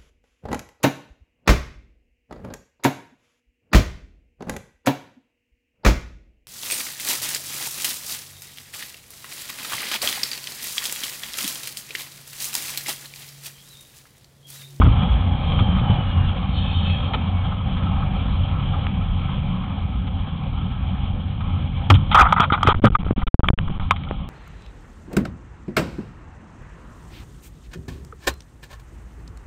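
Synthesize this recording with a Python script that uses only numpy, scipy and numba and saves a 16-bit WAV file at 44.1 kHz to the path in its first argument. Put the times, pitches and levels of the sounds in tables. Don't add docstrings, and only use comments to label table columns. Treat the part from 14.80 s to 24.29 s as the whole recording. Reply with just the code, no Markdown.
import sys
import numpy as np
from scipy import signal
from scipy.io import wavfile
from scipy.ndimage import uniform_filter1d
from numba import njit

SR = 44100
rng = np.random.default_rng(int(sys.argv[2]) if len(sys.argv) > 2 else 0)


def volts_from_db(level):
    exponent = np.asarray(level, float) / 20
    return 10 ** exponent


def dump_mix(stems):
    frames = np.atleast_2d(stems).T
    limited = np.clip(frames, -1, 1)
    pcm = np.round(limited * 32767).astype(np.int16)
    wavfile.write(sys.argv[1], SR, pcm)


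N = 418499
T = np.arange(N) / SR
RAIL = 0.695

# pitch [Hz], width [Hz], level [dB].
SHELL_HIGH = [(2337, 344, -3.5), (2807, 99, -8.5), (3216, 490, 1), (4040, 710, 1)]


@njit
def svf(x, hz, width):
    y, band, low = np.empty(len(x)), 0., 0.
    g, k = np.tan(np.pi * hz / SR), width / hz
    for i in range(len(x)):
        v = (band + g * (x[i] + 1e-18 - low)) / (1 + g * (g + k))
        band = 2 * v - band
        low = low + 2 * g * v
        y[i] = k * v
    return y


def coupling(x):
    leak_s = 0.00195
    keep = np.exp(-1 / (leak_s * SR))
    return signal.lfilter([1, -1], [1, -keep], x)


def walk(rate):
    k = int(SR / rate)
    steps = np.repeat(rng.standard_normal(N // k + 1), k)
    return 1.4 * uniform_filter1d(uniform_filter1d(steps, k), k)[:N]


def modes(force, table):
    out = np.zeros(N)
    for k, (hz, width, db) in enumerate(table):
        out += (-1) ** k * volts_from_db(db) * svf(force, 1. 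* hz, 1. * width)
    return out


def murmur(table, flicker_db, rate):
    out = np.zeros(N)
    for hz, width, db in table:
        band = rng.standard_normal(N)
        for _ in range(2):
            band = svf(band, 1. * hz, 1.39 * width)
        out += volts_from_db(db + flicker_db * walk(rate)) * band
    return out / np.std(coupling(out))


def road():
    # time [s], drive [dB].
    drive_points = [(0, 4), (.15, 1.5), (.57, 0), (.82, 0), (.95, 1.5), (1.11, 2), (1.28, -1.5), (1.7, -2),
                    (2.1, -2), (2.78, -3.5), (3.38, -1.5), (3.95, -3.5), (4.55, -4.5), (5.24, -7),
                    (6.0, -7), (6.5, -8), (7.05, -6.5), (9.49, -11)]
    # pitch [Hz], width [Hz], level [dB].
    cabin_modes = [(32.3, 8.6, 4), (57.2, 14, 1), (87.55, 12.6, 3), (138.5, 37.7, -8), (186.5, 32.7, -10),
                   (263, 26, -20.5)]
    # pitch [Hz], width [Hz], level [dB].
    shell_low = [(538.4, 130, -6.5), (786.4, 127, -0.5), (1070, 230, -6), (1281, 101, -5), (1600, 340, -17)]
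    drive_db = np.interp(T, *np.transpose(drive_points))
    grain_db = 0.69 * walk(30) + 0.81 * walk(120)
    rumble_db = -19 + 0.59 * drive_db
    roar_db = -34 + drive_db + grain_db
    hiss_db = -35 + 0.86 * drive_db + grain_db
    rumble = volts_from_db(rumble_db) * murmur(cabin_modes, flicker_db=1.5, rate=9.8)
    roar = volts_from_db(roar_db) * murmur(shell_low, flicker_db=-2.17, rate=20)
    hiss = volts_from_db(hiss_db) * murmur(SHELL_HIGH, flicker_db=1.42, rate=25)
    return rumble + roar + hiss


def gears():
    # time [s], pitch [Hz], level [dB].
    whine_points = [(0, 3360, -46), (.5, 3320, -44), (.85, 3180, -42), (1.15, 2990, -47), (1.4, 2850, -45),
                    (1.65, 2710, -58), (2.4, 2360, -57), (2.62, 2180, -49), (2.95, 1950, -75)]
    s, hz, db = np.transpose(whine_points)
    pitch = np.interp(T, s, hz) * (1 + 0.003 * walk(60) + 0.004 * walk(12))
    swell_db = np.interp(T, s, db, right=-120) + 1 + 3.5 * walk(22)
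    return np.sqrt(2) * volts_from_db(swell_db) * np.sin(2 * np.pi * np.cumsum(pitch) / SR)


def brakes():
    start_s, attack_s, hold_s, release_s = 1.614, 0.16, 0.35, 0.45
    level_db, range_db = -26.5, 33.5
    s = start_s + np.cumsum([0, attack_s, hold_s, release_s])
    grip_db = level_db - range_db * np.array([1, 0, 0, 1])
    grip_db = np.interp(T, s, grip_db, left=-120, right=-120)
    # pitch [Hz], width [Hz], level [dB]
    disc_modes = [(1730, 80, -16), (2570, 130, -9.0), (3052, 90, -4.5), (3246, 99, 0),
                  (3520, 57, -2), (3720, 260, -2.5), (3670, 180, -1), (4200, 190, 3.5)]
    return volts_from_db(grip_db) * murmur(disc_modes, flicker_db=-3.5, rate=18)


def thumps():
    # start [s], size [dB], settled pitch [Hz], time to fade by 60 dB [s].
    bumps = [(-.008, 1.5, 51.97, 0.63), (-.004, -2, 78.97, 0.74), (.064, 0.5, 100, 0.097),
             (0.808, -5, 95, .15), (.82, -15.5, 190, .08), (0.889, -5, 70, .15), (.93, -13.5, 140, 0.15),
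             (1.015, -10, 110, 0.14), (1.185, -10, 120, 0.081), (1.097, -4.5, 85, 0.23),
             (1.099, -13, 170, .1), (2.342, -14.5, 620, .02), (2.354, -20, 357, 0.019),
             (4.0682, -2.5, 2220, 0.00083)]
    # start [s], size [dB], settled pitch [Hz], time to fade by 60 dB [s].
    hand_blows = [(7.101, 6, 86, .29), (7.108, -7.5, 620, 0.037), (7.412, -1.5, 50.8, .25),
                  (7.6, -4, 128, 0.042), (7.874, 2.5, 75, 0.062), (7.603, -8, 300, 0.0088),
                  (7.851, -11, 200, 0.024), (7.886, -0.5, 330, 0.016), (7.722, 0.5, 174, 0.01),
                  (8.039, 0, 209.7, 0.13), (8.043, -2.5, 504, 0.064), (8.047, 0.5, 110.6, 0.16),
                  (8.631, -1, 147, 0.015), (8.265, -7, 220, 0.006), (8.309, 5, 158, 0.0083),
                  (8.379, -11.5, 193, 0.058), (9.11, -11, 872, 0.066), (9.311, 3.5, 310, 0.0021)]
    stiffening, settle_s = 0.3, 0.017
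    out, wobble = np.zeros(N), 0.32 * walk(70)
    for s, db, hz, t60 in list(bumps) + list(hand_blows):
        near = slice(max(int(s * SR), 0), int((s + t60) * SR))
        t = T[near] - s
        turns = hz * (t + stiffening * settle_s * (1 - np.exp(-t / settle_s)))
        swing = np.sin(2 * np.pi * turns + wobble[near] * turns)
        out[near] += volts_from_db(db - 60 * t / t60) * swing
    return out


def touch(events, slip_db, blow_db, t60):
    out = np.zeros((2, N))
    slip = rng.standard_normal(N) * volts_from_db(slip_db * walk(400))
    for s, db, treble_db, contact_s in events:
        i = int(s * SR)
        t = T[:min(int((contact_s + t60) * SR), N - i)]
        fade_db = 60 * np.maximum(t - contact_s, 0) / t60
        force = slip[i:i + len(t)] * volts_from_db(db - fade_db)
        force[:4] += volts_from_db(db + blow_db)
        out[:, i:i + len(t)] += force * volts_from_db(np.array([[0], [treble_db]]))
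    return out


def rattles():
    # start [s], peak [dB], treble share [dB].
    rattle_events = [(.054, -14.5, -19), (.222, -22.5, -3), (.337, -32, -17), (.72, -33, 9.5),
                     (.79, -12.5, -5.5), (.984, -23, -1.5), (2.097, -32, 8), (2.335, -13, 1),
                     (2.718, -21.5, -32), (2.968, -26, -2.5), (3.222, -18, -19), (3.62, -33, -8.5),
                     (3.935, -19, -18), (4.482, -22, -21.5), (5.269, -27.5, -1.5), (6.153, -31, -36),
                     (6.606, -20, -11.5)]
    contact_s = 0.012
    events = [(*row, contact_s) for row in rattle_events]
    return touch(events, slip_db=1.0, blow_db=8.0, t60=0.04)


def rubs():
    # start [s], peak [dB], treble share [dB], contact [s].
    rub_events = [(.0145, -3, -32, 0.0059), (7.104, -7.5, -8, 0.011), (7.14, -16, 0.5, 0.017),
                  (7.314, -5.5, -5.5, .016), (7.345, 8, -16.5, 0.016), (7.372, 4, -21.5, 0.0086),
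                  (7.385, 8, -21, 0.039), (7.432, -11, -35, .013), (7.45, -1, -29, 0.019),
                  (7.485, -12, -16, 0.03), (7.563, -2.5, -29, 0.025), (7.600, -3, -13.5, 0.046),
                  (7.722, -1.5, -11, 0.0089), (7.735, -4.5, -13.5, 0.013), (7.842, -15.5, -14, 0.013),
                  (7.863, -10, -8, 0.023), (7.886, -1, -14, 0.035), (8.039, -1, -15.5, 0.032),
                  (8.376, -21.5, -9, 0.014), (8.415, -12.5, -34, 0.0083), (8.469, -16, -5.5, .014)]
    return touch(rub_events, slip_db=1.2, blow_db=4, t60=0.056)


def taps():
    # start [s], peak [dB], treble share [dB].
    tap_events = [(7.101, 9.5, -14.5), (7.524, 2.5, -19.5), (7.581, -18, -14.5), (7.598, -3, -15.5),
                  (7.701, -10, -24), (7.777, -11.5, -41), (7.809, -16, -18), (7.83, -4, -14),
                  (7.872, 0.5, -15), (7.944, -12, -19), (8.15, -6.5, -30), (8.264, -25.5, -26),
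                  (8.283, -27.5, -39.5), (8.306, -21, -29), (8.632, -15, -17), (8.642, -12, -31),
                  (8.878, -21, -27), (8.997, -20, -15), (9.084, -36, -19), (9.1085, -3.5, -11.5),
                  (9.162, -27, 0.5), (9.236, -38, 10), (9.27, -29, -26), (9.287, -42, 8)]
    contact_s = 0.0023
    events = [(*row, contact_s) for row in tap_events]
    return touch(events, slip_db=5.5, blow_db=14.5, t60=0.048)


def shell(forces):
    # pitch [Hz], width [Hz], level [dB].
    rubbed_modes = [(839, 138, -6.5), (1015, 77, -6.5), (1236, 114, 0), (1420, 330, -9), (1970, 310, -17)]
    dull, bright = forces
    body = svf(dull, 1100.0, 1500.)
    ring = volts_from_db(6.0) * modes(body, rubbed_modes)
    bent = np.interp(T + 0.0005 * walk(30), T, ring)
    crack = volts_from_db(-18.5) * svf(bright, 3900.0, 3500.)
    return bent + crack + volts_from_db(2.5) * modes(bright, SHELL_HIGH)


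def ticks():
    # start [s], peak [dB], treble share [dB].
    tick_events = [
        (8.6858, 10.5, -1),
        (8.788, -12.5, -2.5),
        (9.109, 0, 2.5),
    ]
    contact_s, ring_db = 0.001, -8.5
    events = [(*row, contact_s) for row in tick_events]
    forces = touch(events, slip_db=-4.0, blow_db=11, t60=0.0033)
    return shell(volts_from_db(ring_db) * forces) + svf(forces[1], 2400., 9000.0)


def shoves():
    # arrives [s], leaves [s], side [+1 or -1],
    # pressure halfway there [shares of the limit].
    pins = [(7.9300, 7.9402, -1, -.5), (7.9485, 7.9535, -1, -.8), (7.9905, 7.9946, 1, .6),
            (7.9979, 8.0183, 1, .85), (8.0836, 8.1028, -1, 0), (8.1078, 8.1165, -1, -.4),
            (8.1660, 8.1861, 1, .3), (8.2239, 8.2293, 1, .45), (8.2346, 8.2461, 1, .7),
            (8.3294, 8.3592, -1, -.7), (8.4349, 8.4688, -1, -.35), (8.4817, 8.5433, 1, -.1),
            (8.5441, 8.5937, -1, 0), (8.5945, 8.6036, 1, 0), (8.6046, 8.6318, 1, .65),
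            (8.6743, 8.6783, -1, -.6), (8.6895, 8.7026, -1, -.7), (8.7034, 8.7332, 1, 0),
            (8.7384, 8.7755, 1, .3), (8.8871, 8.8951, -1, .2), (8.8996, 8.9020, -1, -.85),
            (8.9790, 8.9872, -1, .1), (8.9895, 8.9963, -1, -.8)]
    # time [s], pressure [shares of the limit].
    sways = [(7.905, 0), (8.036, 0), (8.127, .1), (8.1355, -.8), (8.265, .5), (8.308, -.6), (8.378, -.5),
             (8.392, .7), (8.429, .3), (8.636, -.1), (8.650, -.6), (8.660, -.2), (8.795, -.5), (8.851, .6),
             (8.912, 0), (9.010, -.4), (9.039, .9), (9.055, 0)]
    overpress, overpress_s = 1.8, 0.002
    points = [tuple(row) for row in sways]
    for arrive, leave, side, slack in pins:
        before = max(s for s, _ in points if s < arrive)
        edge = min(overpress_s, (leave - arrive) / 3)
        points += [((before + arrive) / 2, slack), (arrive, side)]
        points += [(arrive + edge, overpress * side), (leave - edge, overpress * side), (leave, side)]
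    pressure = np.interp(T, *np.transpose(sorted(points)))
    return RAIL * uniform_filter1d(pressure, size=19)


def scene():
    car = road() + gears() + brakes() + thumps()
    handled = shell(rattles() + rubs() + taps()) + ticks()
    return (car + handled + shoves())[None]


def top_cut(x):
    return signal.sosfilt(signal.butter(12, 15870, fs=SR, output="sos"), x)


def record(dry):
    top_hz, ceiling = 4052, 0.707
    x = coupling(np.clip(dry, -RAIL, RAIL))
    low_pass = signal.cheby2(10, 90, top_hz * 1.352, fs=SR, output="sos")
    x = signal.sosfilt(low_pass, x)
    x = np.clip(x, -ceiling, ceiling)
    return top_cut(x)


dry = scene()
out = record(dry)
dump_mix(out)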